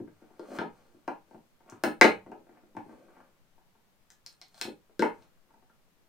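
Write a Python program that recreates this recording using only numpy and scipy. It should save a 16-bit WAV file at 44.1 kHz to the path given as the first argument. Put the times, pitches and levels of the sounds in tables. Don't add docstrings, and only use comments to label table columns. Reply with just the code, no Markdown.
import sys
import numpy as np
from scipy import signal
from scipy.fft import rfft, irfft
from scipy.io import wavfile
from scipy.ndimage import uniform_filter1d

SR = 44100
rng = np.random.default_rng(int(sys.argv[2]) if len(sys.argv) > 2 else 0)


def pcm_store(signal):
    levels = np.round(np.clip(np.atleast_2d(signal), -1, 1) * 32767)
    wavfile.write(sys.argv[1], SR, levels.astype(np.int16).T)


N = 268216


def undb(db):
    return 10 ** (np.asarray(db) / 20)


def pan(left_minus_right_db):
    return undb(np.array([[left_minus_right_db], [-left_minus_right_db]]) / 2)


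def unit(x):
    return x / np.sqrt(np.mean(x ** 2))


def by_hz(table, hz, axis=1):
    table = np.array(table, float)
    return np.interp(np.log(np.maximum(hz, 1)), np.log(table[:, 0]), table[:, axis])


def stereo_noise(mid, side, likeness):
    shared = np.sqrt(1 + likeness) * mid
    opposed = np.sqrt(1 - likeness) * side
    return np.array([shared + opposed, shared - opposed])


def favour(modes, loud_hz, tilt_db, peak_db, octaves):
    away = np.log2(np.array(modes)[:, :1] / loud_hz)
    return tilt_db * away + peak_db * np.exp(-(away / octaves) ** 2)


def ring(modes, shade_db=0, detune=0, turn=0, rise_s=.0001):
    hz, db, t60 = np.array(modes, float).T[:, :, None]
    t = np.arange(SR // 5) / SR
    turn = turn + np.arange(len(hz))[:, None] / 2
    tones = np.sin(2 * np.pi * (hz * (1 + detune) * t + turn))
    fade = 1000 ** (-t / t60)
    y = np.sum(undb(db + shade_db) * tones * fade, axis=0)
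    y = y * (1 - np.exp(-t / rise_s))
    return y / np.linalg.norm(y)


# pitch in Hz, level in dB against the body's other tones, time to fade by 60 dB in seconds.
BOX_MODES = [(107.4, -20.5, 0.072), (172.8, -13, 0.09), (226, -4, 0.14), (296, 3.5, 0.071),
             (340.3, 1, 0.055), (435, -1, 0.07), (486, 5, 0.032), (604, -2, 0.04)]
TIN_MODES = [(679.2, -6.5, 0.033), (717, -5.5, 0.014), (772, 0, 0.023), (888, 0.5, 0.026),
             (1034.8, -0.5, 0.023), (1261, -6, 0.042), (1416, -9.5, 0.089), (1557, -1, 0.026),
             (1696.5, -3, 0.026), (1900, -1.5, 0.016), (2056, -7, .04), (2280, -5, 0.027),
             (2540, -7.5, 0.025), (2767, -6, 0.016), (3006, -5.5, 0.014)]
STEEL_MODES = [(3350, 0, 0.0038), (3750, -1.7, 0.0034), (4117, -12.5, 0.013), (4500, -8.5, 0.0069),
               (4750, -2, 0.003), (5186, 2.5, .004), (5870, -6, 0.0042), (5905, -7, 0.0071),
               (6600, -3.5, 0.004), (7660, -3.5, 0.0048), (8620, -5.5, 0.0066), (9600, -3.5, 0.0045),
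               (10700, -2, 0.002), (12100, 1, 0.0025), (13700, 3.5, 0.002), (15200, 0, 0.0025)]


def knocks(blows, pan_db, steel_peak_db, steel_grip, scatter_db=2.0, box_rise_s=0.002):
    out = np.zeros((2, N + SR))
    steel_modes = np.array(STEEL_MODES) * [1, 1, steel_grip]
    chance = rng.standard_normal((len(blows), 3, 3, 16, 1))

    def struck(modes, draws, lean_db, rise_s, spread, loose):
        shade, detune, turn = draws[:, :len(modes)]
        return ring(modes, scatter_db * shade + lean_db, spread * detune, loose * turn, rise_s)

    for row, draws in zip(blows, chance):
        (start_s, tin_db, tin_hz, tin_tilt_db, steel_db, steel_hz, steel_tilt_db,
         box_db, box_tilt_db, contact_ms) = row
        contact_s = contact_ms / 1000
        tin_lean = favour(TIN_MODES, tin_hz, tin_tilt_db, 7.7, 0.28)
        steel_lean = favour(STEEL_MODES, steel_hz, steel_tilt_db, steel_peak_db, 0.4)
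        box_lean = favour(BOX_MODES, 300, box_tilt_db, 3.2, 0.37)
        tin = struck(TIN_MODES, draws[0], tin_lean, contact_s, 0.013, 0.46)
        steel = struck(steel_modes, draws[1], steel_lean, contact_s, 0.015, 0.067)
        box = struck(BOX_MODES, draws[2], box_lean, box_rise_s + contact_s, .015, .3)
        blow = undb(tin_db) * tin + undb(steel_db) * steel + undb(box_db) * box
        i = int(start_s * SR)
        out[:, i:i + len(blow)] += blow * pan(pan_db)
    return out[:, :N]


JAW_HZ = 4700

# start in seconds, tin level in dB, box level in dB, steel level in dB, favoured tin pitch in Hz,
# slopes of tin, steel and box in dB per octave, contact time in ms.
SLIP_TABLE = [(0.395, -23.5, -12.5, -37.5, 700, -7, -5, 7, .5),
              (0.483, -36, -23.5, -53, 800, -24, -4.5, 7, .8),
              (0.587, -8, -5.5, -24, 1420, -6.5, -9.5, -4, .6),
              (0.615, -8.5, -7.5, -38, 800, -6.5, -1, -3, .8),
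              (1.078, -6, -6.5, -33, 887, -6, -0.5, 0.5, 1.8), (1.837, 1, 1, -10.5, 700, -1, 4.5, 0, 1.8),
              (1.866, -32, -2, -35, 1995, 1, 1.5, -7, 1), (2.012, 15.5, 11.5, 3, 2100, -2.5, -3.5, 3, 1.2),
              (2.043, 5.5, 10, -9, 767, 2.5, -6.5, 6, 1.45),
              (2.767, -13, -10.5, -40, 890, -6, 1, -10.5, 1.6), (4.613, -12, -20, -8, 2400, 1.5, -2, 2, .6),
              (4.994, -10, 3.5, -16, 1480, 3.5, -2.3, -2.5, 1.7), (5.022, 3, 4.8, -22, 853, -4, 0, 4, 1.5),
              (5.05, -14, -20, -34, 1600, -4.5, 3, 29, 0.78)]


def slips():
    blows = [(s, tin, hz, tilt, steel, JAW_HZ, steel_tilt, box, box_tilt, ms)
             for s, tin, box, steel, hz, tilt, steel_tilt, box_tilt, ms in SLIP_TABLE]
    return knocks(blows, pan_db=4.0, steel_peak_db=6.0, steel_grip=0.71)


# start in seconds, tin level in dB, box level in dB, favoured tin pitch in Hz,
# box slope in dB per octave.
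BUMP_TABLE = [(0.001, -30.5, -8, 720, -11), (0.076, -37, -22, 1740, -2), (0.218, -42, -24.5, 710, -3),
              (0.304, -37, -32, 840, -1.5), (0.517, -35, -15, 900, 11.5), (0.628, -41, -17, 800, 9),
              (0.651, -45, -17.5, 790, -8), (0.767, -58, -63, 790, -12), (0.944, -51.5, -27.5, 700, -7),
              (1.31, -31.5, -34, 774, 2), (1.333, -36.5, -41, 750, -10), (1.345, -28, -21, 724, -10),
              (1.604, -38.5, -37.5, 900, 0), (1.661, -42.5, -37.5, 1000, -4),
              (1.722, -26, -18.5, 1040, -12.5), (2.263, -27.5, -22, 701, -4), (2.317, -19, -18.5, 760, 1),
              (2.467, -38, -35, 708, 2), (2.492, -36, -26.5, 2030, 3), (2.572, -36, -47.5, 2020, 0.5),
              (2.633, -41, -31, 788, -3.5), (2.75, -31, -22, 909, -11), (2.861, -43.5, -21.5, 777, -11.5),
              (2.893, -31.5, -25.5, 815, -2), (2.927, -33.5, -29, 797, 13.5), (3.083, -37.5, -31, 1240, 4),
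              (3.166, -33, -35, 999, -1.5), (3.203, -32.5, -36, 1250, -14), (3.58, -39, -46.5, 781, -1.5),
              (3.752, -43, -43, 915, -1.5), (4.652, -19.5, -12, 697, 0), (4.679, -38, -10.5, 754, -1),
              (4.894, -43.5, -35, 700, 1.5), (5.49, -48, -46, 1014, -1), (5.505, -39.5, -41, 930, -1),
              (5.539, -36, -39, 860, -8), (5.566, -46.5, -43, 861, 1), (5.624, -41, -40.5, 920, -1.5),
              (5.697, -40.5, -41.5, 1400, -3.5)]


def bumps():
    contact_ms, tin_tilt_db = .8, -7
    steel_below_tin_db = -28
    blows = [(s, tin, hz, tin_tilt_db, tin + steel_below_tin_db, JAW_HZ, 0, box, tilt, contact_ms)
             for s, tin, box, hz, tilt in BUMP_TABLE]
    return knocks(blows, pan_db=3.5, steel_peak_db=-7, steel_grip=0.24)


# start in seconds, steel level in dB, favoured steel pitch in Hz, steel slope in dB per octave,
# tin level in dB, favoured tin pitch in Hz.
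TICK_TABLE = [(1.699, -29.5, 6900, 2, -36, 1140), (4.103, -32, 6330, -0.5, -37.5, 1580),
              (4.12, -39.5, 6300, 4, -57, 1500), (4.263, -20, 5160, 0.5, -35, 2400),
              (4.327, -43, 8450, -2.5, -47, 1500), (4.415, -25, 4500, -3, -31.5, 2060),
              (4.483, -45, 5140, 9, -58, 2120), (4.544, -35.5, 4400, -2.5, -36.5, 700),
              (4.579, -34.5, 4400, -4, -53, 1500), (4.598, -40.5, 4370, 7.5, -37.5, 1466),
              (5.223, -45.5, 4170, -6.5, -46, 2776)]


def ticks():
    contact_ms, tin_tilt_db = 0.7, 1
    box_below_tin_db = -12
    blows = [(s, tin, tin_hz, tin_tilt_db, steel, hz, tilt, tin + box_below_tin_db, 0, contact_ms)
             for s, steel, hz, tilt, tin, tin_hz in TICK_TABLE]
    return knocks(blows, pan_db=3.5, steel_peak_db=13.5, steel_grip=0.71)


# loudest moment in seconds, swell in seconds, fade in seconds, then the peak levels in dB
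SHUFFLE_TABLE = [(0.21, 0.18, 0.41, -78, -73, -84), (0.564, 0.13, 0.027, -42.5, -50, -58.5),
                 (0.78, 0.18, 0.51, -69, -72.5, -80), (1.28, 0.031, 0.28, -67, -85, -83),
                 (1.691, 0.068, 0.2, -64.5, -62.5, -81.5), (2.275, 0.014, 0.17, -51, -71.5, -92),
                 (2.56, 0.11, 0.12, -67, -71, -95), (2.9, 0.19, 0.37, -56.5, -69.5, -79),
                 (3.18, 0.2, 0.18, -72.5, -70, -88), (4.591, 0.079, 0.036, -79, -62.5, -62),
                 (5.141, .02, 0.22, -62.5, -70, -79), (5.23, 0.051, 0.033, -79.5, -75.5, -77),
                 (5.71, .5, 0.84, -83, -98.5, -97.5)]


def shuffle(pan_db=2.0):
    t = np.arange(N) / SR
    rows = np.array(SHUFFLE_TABLE)
    peak_s, swell_s, fade_s = rows[:, :3].T[:, :, None]
    push = undb(-20 * np.maximum((peak_s - t) / swell_s, (t - peak_s) / fade_s))
    out = 0
    # body, slips a second, spread of sizes in dB, slope in dB per octave
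    layers = [(BOX_MODES, 300., 2.5, -.1), (TIN_MODES, 400., 3.5, -4.5), (STEEL_MODES, 2500., 2.5, -1.5)]
    for (modes, slips_per_s, spread_db, tilt_db), peak_db in zip(layers, rows[:, 3:].T):
        happens = rng.random(N) < slips_per_s / SR
        size = undb(spread_db * np.minimum(rng.exponential(size=N), np.e))
        grains = happens * size * rng.choice([-1, 1], N)
        level = undb(peak_db) @ push
        modes = np.array(modes) * [1, 1, .45]
        body = ring(modes, favour(modes, modes[0][0], tilt_db, 0, 1), rise_s=0.00033)
        out = out + signal.fftconvolve(unit(grains) * level, body)[:N]
    return out * pan(pan_db)


# pitch in Hz, time to fade by 60 dB in seconds, level in dB,
# likeness of left and right (correlation, 1 is identical).
ROOM_TABLE = [(90, 0.92, 1.5, 1), (190.6, 0.09, -4.5, 0.97), (344, 0.21, 1.5, 0.68), (695, .24, 3, 0.41),
              (2039, 0.21, 2, 0.34), (3500, .22, 4, 0.58), (5000, 0.15, -0.5, 0.82),
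              (9000, .22, -0.5, -0.15), (15020, 0.19, -0.5, 0.035)]


def room(x, first_s=0.00083, build_s=0.0037, pan_db=1.0):
    t = np.arange(SR // 2) / SR
    noise = rng.standard_normal((2, len(t)))
    hz, frames, (mid, side) = signal.stft(noise, SR, nperseg=512, noverlap=448)
    bands = stereo_noise(mid, side, by_hz(ROOM_TABLE, hz, axis=3)[:, None])
    bands = bands * 1000 ** (-frames / by_hz(ROOM_TABLE, hz)[:, None])
    tail = signal.istft(bands, SR, nperseg=512, noverlap=448)[1][:, :len(t)]
    tail = rfft(tail * np.clip((t - first_s) / build_s, 0, 1))
    tail = tail / np.sqrt(uniform_filter1d(np.abs(tail) ** 2, size=20))
    tail_hz = np.fft.rfftfreq(len(t), 1 / SR)
    tail = irfft(tail * undb(by_hz(ROOM_TABLE, tail_hz, axis=2)), len(t))
    tail = tail * np.clip((.4 - t) / .05, 0, 1)
    mono = x.mean(axis=0, keepdims=True)
    return signal.fftconvolve(mono, tail, axes=1)[:, :N] * pan(pan_db)


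# pitch in Hz, relative level in dB per Hz.
HUSH_COLOUR = [(13, -0.5), (21, -20.5), (36, -24.5), (60, -22), (182, -17.5), (238, -22.5), (1030, -27.5),
               (1640, -30), (7920, -39.5), (10100, -41), (15200, -38.5), (16500, -52.5)]
# pitch in Hz, left-right correlation.
HUSH_ALIKE = [(30, 0.057), (200, 0.53), (700, 0.55), (2000, 0.0087)]


def hush():
    hz = np.fft.rfftfreq(N, 1 / SR)
    mid, side = rfft(rng.standard_normal((2, N)))
    both = stereo_noise(mid, side, by_hz(HUSH_ALIKE, hz))
    noise = unit(irfft(both * undb(by_hz(HUSH_COLOUR, hz)), N))
    return noise * undb(-66.5 + np.array([[1.2], [-.8]]))


def scene():
    work = slips() + bumps() + ticks() + shuffle()
    low_cut = signal.butter(3, 110, "high", fs=SR, output="sos")
    work = signal.sosfilt(low_cut, work)
    direct = np.array([np.roll(work[0], 1), work[1]])
    return direct + room(work) + hush()


def record(dry):
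    top_cut = signal.ellip(10, .2, 70, 16300, fs=SR, output="sos")
    return signal.sosfilt(top_cut, np.tanh(dry))


dry = scene()
out = record(dry)
pcm_store(out)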